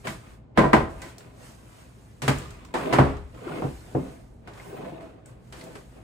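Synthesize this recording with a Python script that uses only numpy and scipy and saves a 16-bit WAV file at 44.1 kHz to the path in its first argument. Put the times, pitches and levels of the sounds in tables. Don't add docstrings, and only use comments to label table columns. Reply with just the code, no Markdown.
import sys
import numpy as np
from scipy import signal
from scipy.fft import rfft, irfft, next_fast_len
from scipy.io import wavfile
from scipy.ndimage import uniform_filter1d, map_coordinates

SR = 44100
rng = np.random.default_rng(int(sys.argv[2]) if len(sys.argv) > 2 else 0)


def store_pcm(level_fs):
    pcm = np.round(np.clip(level_fs, -1, 1) * 32767).astype(np.int16)
    wavfile.write(sys.argv[1], SR, np.atleast_2d(pcm).T)


def volts(x):
    e = np.asarray(x, float) / 20
    return 10 ** e


N = 265913


def unit(x):
    return x / np.sqrt(np.mean(x ** 2) + 1e-20)


def along(points, hz):
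    f, value = np.transpose(points)
    return np.interp(np.log(hz + 1), np.log(f + 1), value)


def wobble(rate):
    knots = rng.standard_normal(int(N * rate / SR) + 4)
    return map_coordinates(knots, [np.arange(N) * rate / SR])


def filtered(x, response):
    m = next_fast_len(x.shape[-1] + 8192)
    hz = np.fft.rfftfreq(m, 1 / SR)
    return irfft(rfft(x, m) * response(hz), m)[..., :x.shape[-1]]


def rush(spectrum, grainy_db, rate, patchy_db=0):
    grainy = volts(grainy_db * wobble(rate)) * rng.standard_normal((2, N))
    z = signal.stft(grainy, nperseg=1024)[2]
    field = uniform_filter1d(rng.standard_normal(z.shape[1:]), size=2, axis=0)
    field = uniform_filter1d(field, size=4, axis=1)
    pair = signal.istft(z * volts(patchy_db * unit(field)), nperseg=1024)[1][:, :N]
    return unit(filtered(pair, lambda hz: volts(along(spectrum, hz))))


def strokes(rows, extra_db=0):
    rounding, bend = .12, 1.2
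    s, climb, fall, db = (c[:, None] for c in np.transpose(rows)[:4])
    t = np.arange(0, N + 64, 64) / SR
    far = np.where(t < s, (s - t) / climb, (t - s) / fall) * 1000
    drop_db = 20 * (np.hypot(far, rounding) - rounding) ** bend
    power = np.sum(volts(db + extra_db - drop_db) ** 2, axis=0)
    return np.interp(np.arange(N) / SR, t, np.sqrt(power))


def held(middle_s, half_s):
    return -20 * ((np.arange(N) / SR - middle_s) / half_s) ** 4


def sway():
    rest_db, shake_db, full_sway_s = -55.5, -22, 0.078
    t = np.arange(0, N + 64, 64) / SR
    s, db, weight_db = (c[:, None] for c in np.transpose(BLOW_LIST)[:3])
    since = np.maximum(t - s, 0) / full_sway_s
    swell = np.sum((volts(db + weight_db + shake_db) * since * np.exp(1 - since)) ** 2, axis=0)
    rest = volts(rest_db + 1.3 * wobble(3.4))
    return np.sqrt(np.interp(np.arange(N) / SR, t, swell) + rest ** 2)


# (f/Hz, relative level/dB per Hz)
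AIR_COLOUR = [(15, -49), (25, -22), (54, -7.5), (90, -10), (124, -0.5), (145, -12), (216, -10.5),
              (356, -20), (737, -27), (795, -28), (10000, -65.5), (13000, -110.5), (22000, -120)]
# (f/Hz, level/dB before the lift and wander)
HUM_PARTIALS = [(59.2, -57), (118.4, -57)]


def house():
    t = np.arange(N) / SR
    hum = sum(volts(db + 2.5 + 3 * wobble(7)) * np.sin(2 * np.pi * hz * t + 0.5 * wobble(11))
              for hz, db in HUM_PARTIALS)
    frame_colour = [(20, -19.0), (45, -7.0), (90, -13.5), (160, -22.0), (400, -81)]  # (f/Hz, dB per Hz)
    rumble = sway() * rush(frame_colour, grainy_db=-0.2, rate=12)
    air = volts(-51.5) * rush(AIR_COLOUR, grainy_db=-0.6, rate=5.82)
    return air + rumble + hum * [[1], [.2]]


def zip_whistle():
    middle_s, half_s, level_db = 4.718, .14, -64
    fastest_s, top_hz, sag_hz, sag_s = 4.716, 10350, 5000, .135
    off_peak = (np.arange(N) / SR - fastest_s) / sag_s
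    pitch = top_hz - sag_hz * (1 - np.exp(-off_peak ** 2))
    phase = 2 * np.pi * np.cumsum(pitch * (1 + .012 * wobble(200))) / SR
    tone = np.sin(phase) + np.sin(1.52 * phase)
    return volts(level_db + held(middle_s, half_s) + 2.5 * wobble(88)) * tone * [[1], [0]]


# (top t/s, climb/ms, fall/ms, level/dB)
CLOTH_MOVES = [(0.001, 50, 198, -58), (.058, 15, 100, -45), (.095, 45, 100, -43.5), (.33, 400, 73, -58.5),
               (.91, 32, 128, -56), (1.09, 250, 63, -51), (1.23, 60, 200, -60.5), (1.46, 139, 195, -50),
               (1.8, 400, 198, -55.5), (2.05, 405, 505, -61), (2.48, 299.5, 71, -61),
               (2.78, 45, 248, -46.5), (2.94, 150, 200, -59), (3.36, 30, 300, -63), (3.59, 350, 697, -51),
               (4.08, 500, 229, -55), (4.54, 12, 300, -58), (4.65, 152, 300, -53.5),
               (4.86, 200, 250, -59.5), (5.03, 40, 150, -63), (5.27, 19, 121, -59), (5.49, 131, 105, -62.5),
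               (5.59, 80, 152, -52), (5.78, 200, 115, -54.5), (5.93, 200, 297, -61)]
# (f/Hz, relative level/dB per Hz)
WEAVE_COLOUR = [(1470, 2.5), (2500, -1.5), (3420, -4.5), (3710, -4.5), (6900, -6), (10000, -3.5),
                (11500, -2), (14000, -10), (15300, -30), (16300, -43)]


def cloth():
    rustle = strokes(CLOTH_MOVES) * rush(WEAVE_COLOUR, grainy_db=0.5, rate=420, patchy_db=2.5)
    return rustle + zip_whistle()


# (middle t/s, half length/s, level/dB before flutter)
SOLE_SQUEAKS = [(4.712, .036, -55), (4.787, .018, -57)]


def squeaks():
    squeak_hz = 1570
    gain = sum(volts(db + held(s, half)) for s, half, db in SOLE_SQUEAKS) * volts(2.5 * wobble(65))
    return gain * np.sin(2 * np.pi * squeak_hz * np.arange(N) / SR) * [[1], [.3]]


# (top t/s, climb/ms, fall/ms, rumble level/dB, rasp over rumble level/dB)
FLOOR_STROKES = [(0.053, 12, 88, -37.5, -2), (.27, 150, 179, -57.5, 0.5), (0.574, 17.5, 12, -36.5, -6),
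                 (1.06, 153, 118, -48, -3), (1.21, 60, 204, -50, -6), (1.42, 120, 400, -54.5, -12),
                 (1.8, 400, 300, -61.5, -0.5), (2.32, 22, 220, -40, -1.5), (2.62, 400, 300, -53.5, -2),
                 (2.82, 60, 302, -42.5, 2.5), (2.91, 140.5, 59, -27.5, -13), (2.95, 100, 49, -48, 4),
                 (3.35, 20, 120, -48.5, -8), (3.531, 177, 114, -38.5, -5), (3.59, 150, 153, -31.5, -12),
                 (4.06, 300, 220, -45, -9.5), (4.47, 51, 40, -52, -5), (4.58, 88, 250, -51, -2),
                 (4.82, 228, 350, -36.5, -12.5), (5.04, 100, 162, -47, -19), (5.269, 65, 301, -53.5, -9.5),
                 (5.67, 108, 220, -43, -12), (5.98, 98, 300, -50, -11)]
# (f/Hz, relative level/dB per Hz)
RUMBLE_COLOUR = [(59, -38.5), (100, -26.5), (160, -2), (291, -7), (667, -7.5), (1000, -20), (1300, -55),
                 (2200, -120)]
# (f/Hz, relative level/dB per Hz)
RASP_COLOUR = [(600, -40.5), (1000, -1.5), (1500, -5), (2600, -8), (4000, -16), (6000, -32)]


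def soles():
    shuffle_db = -61
    rumble_gain = np.hypot(strokes(FLOOR_STROKES), volts(shuffle_db))
    rasp_gain = strokes(FLOOR_STROKES, np.array(FLOOR_STROKES)[:, -1:])

    def board_notes(f):
        return 1 + sum(1.3 * 1j * f * 25 / (c * c - f * f + 1j * f * 25) for c, _, _ in BOARD_MODES)

    rumble = unit(filtered(rush(RUMBLE_COLOUR, grainy_db=1.8, rate=80, patchy_db=2.5), board_notes))
    rasp = unit(filtered(rush(RASP_COLOUR, grainy_db=1.8, rate=150, patchy_db=2.5), board_notes))
    return squeaks() + rumble_gain * rumble + rasp_gain * rasp


# (t/s, relative level/dB, f/Hz, sharpness of the resonance)
TAP_LIST = [(0.0694, -17, 1680, 1.7), (1.0177, -34, 7510, 1.7), (1.182, -32.5, 6960, 0.71),
            (1.206, -40, 2050, 1.2), (1.3084, -55, 1210, 5), (2.3844, -30.5, 8025, 1.9),
            (2.4199, -39, 4340, 1.9), (2.5062, -38, 6860, 1.5), (2.6495, -38.5, 5500, .7),
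            (3.1676, -40.5, 3530, 0.56), (3.3463, -47, 3510, 1.3), (3.418, -27.5, 428, 2.3),
            (3.468, -20, 346, 6), (3.4778, -27.5, 1374, 3.75), (3.5193, -29.5, 1450, 5),
            (3.62, -19, 606, 1.6), (4.5352, -43.5, 3700, 0.76), (4.5989, -34, 2124, 3.71),
            (4.727, -28.5, 392, 6.1), (4.744, -26, 467, 2.84), (4.773, -45, 900, 1.5),
            (4.828, -35, 690, 1.7), (5.259, -40, 8220, 5), (5.6106, -35.5, 4280, 3.5),
            (5.6131, -35, 2060, 3.8), (5.753, -27.5, 417, 1.4), (5.6394, -37.5, 8900, 1.5)]


def taps():
    out, t = np.zeros((2, N + SR)), np.arange(SR // 4) / SR
    for s, db, hz, sharp in TAP_LIST:
        t60 = 0.029 * 0.85 ** np.log2(hz / 1000)
        dying = volts(-60 * t / max(t60, .003))
        hall_tail = volts(-7.5 - 60 * t / 0.24)
        click = rng.standard_normal((2, len(t))) * (dying + hall_tail)
        width = hz / max(sharp, .2)

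        def resonance(f):
            peak = 1j * f * width / (hz * hz - f * f + 1j * f * width)
            return peak / np.sqrt(width / (SR / 2)) / (1 + 1j * f / (2.2 * hz)) ** 2

        rung = filtered(click, resonance)
        pure = np.clip(sharp / 6, 0, .9) / (1 + (hz / 4000) ** 2)
        onset = 1 - np.exp(-t * hz / 0.53)
        note = 3 * np.sin(2 * np.pi * hz * t) * dying ** .5 * onset * [[1], [.3]]
        out[:, round(s * SR):][:, :len(t)] += volts(db - 9.5) * (pure * note + (1 - pure) * rung)
    return out[:, :N]


# (centre f/Hz, width/Hz)
BLOW_BANDS = [(110, 150), (350, 400), (950, 800), (2200, 1500), (6500, 6000)]
# (f/Hz, level/dB)
BLOW_TONE = [(25, -27.5), (60, -5), (120, 10), (3500, 4.5), (9000, 5), (13000, 1.5), (15000, -13),
             (16200, -44.5)]


def blow_colour(db, thud_db, crack_db):
    body_db = -2 + .05 * thud_db - 0.043 * crack_db
    body_db += 2.6 * max(thud_db - 1.5, 0)
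    clack_db = 2 + 0.47 * crack_db
    centre, width = np.transpose(BLOW_BANDS)
    bands_db = db + np.array([thud_db, body_db, 0, clack_db, crack_db])
    per_hz = bands_db - 10 * np.log10(width / (SR / 2))
    points = list(zip(centre, per_hz))
    return lambda hz: volts(along(points, hz) + along(BLOW_TONE, hz))


# (f/Hz, t60/s before the blow's ring factor)
HALL_DECAY = [(60, 0.66), (250, 0.34), (1000, 0.37), (3000, 0.41), (10000, 0.47)]


def hall_answer(t, colour, contact, lasts):
    hz, frames, z = signal.stft(rng.standard_normal((2, len(t))), SR, nperseg=256)
    swell = 1 - np.exp(-(frames + 0.0059) * (hz[:, None] + 60) / 0.63)
    fade = volts(-60 * frames / (lasts * along(HALL_DECAY, hz)[:, None]))
    answer = signal.istft(z * swell * fade * colour(hz)[:, None], SR, nperseg=256)[1][:, :len(t)]
    return answer * (1 - np.exp(-t / 0.0013)) * contact


# (f/Hz, level/dB over the blow's colour before random spread, t60/s before ring factor)
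BOX_MODES = [(63.6, -31.5, 0.86), (142.6, -32, 0.29), (217, -25.5, 0.21), (326.5, -32.5, 0.28),
             (428, -37.5, 0.31), (532, -27.5, 0.13), (651, -32, 0.37), (1014, -25.5, 0.22),
             (1210, -37.5, 0.15), (1556, -23, 0.23), (1614, -25.5, 0.033), (1890, -25, 0.25),
             (1994, -20.5, 0.13), (2202, -22.5, 0.16)]
# (f/Hz, level/dB, t60/s)
BOARD_MODES = [(71.6, -28.5, 0.61), (136.3, -25, 0.25), (266.3, -33, 0.34), (324.4, -29.5, 0.14),
               (407.7, -33, 0.39), (503.6, -27, 0.063), (646, -46.5, 0.36), (754, -27, 0.094),
               (877, -59, 0.2), (987, -27, 0.056), (1066, -47, 0.018), (1210, -40, 0.11), (1498, -40, .12),
               (2135, -25, 0.03), (2514, -59, .1), (4540, -28, 0.21)]


def ring(t, modes, colour, lasts):
    out = 0
    for (f, level, t60), (a, b, c) in zip(modes, rng.standard_normal((len(modes), 3))):
        gain = colour(f) * volts(level + 2.2 * a - 60 * t / (t60 * lasts))
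        onset = 1 - np.exp(-t * f / 1.3)
        sine = np.sin(2 * np.pi * f * (1 + 0.0094 * b) * t)
        out = out + gain * onset * sine * np.array([[1], [.5 * c]])
    return out


# (t/s, knock level/dB, weight as thud over knock/dB, hardness as crack over knock/dB, ring factor)
BLOW_LIST = [(0.071, -32, 1.5, -7, 1), (0.574, -13, -2.5, -23.5, 1.04), (0.586, -11.5, -7.5, -29.5, 0.76),
             (0.609, -23, -22, -44, 0.56), (0.639, -17, -13, -39, 1.03), (0.659, -24, 1.5, -46, 0.56),
             (0.731, -7, -9, -26.5, 0.77), (0.764, -16, -8, -33, 0.29), (0.802, -27, -10, -33, 1.67),
             (1.019, -41.5, -12, -5, 1.46), (2.219, -32, 2, -4.5, 2.33), (2.279, -16, 1, -12.5, 0.69),
             (2.7396, -23, -16, -18.5, 1.36), (2.751, -23, -19, -29, 1.03), (2.926, -17, -14, -20.5, 1.51),
             (2.933, -16, -20, -19, 0.63), (2.984, -10, 0.5, -31.5, 1.0), (3.6, -42, -7.5, -38, 0.43),
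             (3.619, -25, 1, -52, 0.35), (3.639, -29, 4, -39, 0.75), (3.948, -28.5, 7, -43.5, 0.82),
             (4.474, -39.5, -11.5, -16.5, 1.25), (4.575, -45.5, -19, -15, 0.87),
             (5.006, -48, -13, -15, 2.3), (5.524, -43, -17.5, -6.5, 2.45), (5.753, -40, -8, -12.5, 0.56)]


def blows():
    box_until = 1.1
    out, t = np.zeros((2, N + SR)), np.arange(SR // 2) / SR
    for s, db, thud_db, crack_db, lasts in BLOW_LIST:
        lasts = max(lasts, .05)
        colour = blow_colour(db, thud_db, crack_db)
        contact = 1 - np.exp(-t / (.00015 * volts(-.4 * crack_db)))
        answer = hall_answer(t, colour, contact, lasts)
        noise = rng.standard_normal((2, len(t)))
        burst = filtered(noise, lambda f: colour(f) * f / (f + 900)) * volts(-60 * t / 0.11) * contact
        modes = BOX_MODES if s < box_until else BOARD_MODES
        blow = volts(-13) * answer + volts(-6) * burst + ring(t, modes, colour, lasts)
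        out[:, round(s * SR):][:, :len(t)] += blow
    return out[:, :N]


# (f/Hz, left minus right level/dB)
STEREO_TILT = [(60, 1), (240, -0.5), (950, 0.0), (3770, -1.0), (15000, -0.5)]
# (f/Hz, phase of left minus right/turns)
STEREO_PHASE = [(7200, 0), (10700, .45), (11300, .5), (12200, .5), (12800, .6), (14100, .8), (15000, 1)]


def stereo(pair, alike):
    def turn(hz):
        return np.arccos(np.clip(along(alike, hz), -1, 1)) / 2

    mid, side = filtered(pair, lambda hz: [np.cos(turn(hz)), np.sin(turn(hz))])
    half = np.array([[.5], [-.5]])

    def offset(hz):
        turns = np.interp(hz, *np.transpose(STEREO_PHASE))
        return volts(half * along(STEREO_TILT, hz)) * np.exp(half * 2j * np.pi * turns)

    return filtered(np.array([mid + side, mid - side]), offset)


# (f/Hz, likeness from 0 to 1)
NEAR_LIKENESS = [(60, 0.85), (130, 0.98), (300, 0.57), (700, 0.1), (2000, 0.058), (5600, 0.1), (6600, 0.14),
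                 (7200, 1)]
# (f/Hz, likeness from 0 to 1)
FAR_LIKENESS = [(60, 0.95), (130, 0.87), (300, 0.55), (700, 0.062), (2000, 0.037), (5600, 0.029),
                (6600, 0.83), (7200, 1)]


def scene():
    far = stereo(house() + cloth() + soles(), FAR_LIKENESS)
    near = stereo(taps() + blows(), NEAR_LIKENESS)
    return far + near


def band_limit(x):
    return signal.sosfilt(signal.butter(12, 16520, fs=SR, output="sos"), x)


def record(dry):
    def phone(hz):
        return (1j * hz / (1j * hz + 28)) ** 2 / (1 + (hz / 15900) ** 40)

    mix = filtered(dry, phone)
    return band_limit(mix)


dry = scene()
out = record(dry)
store_pcm(out)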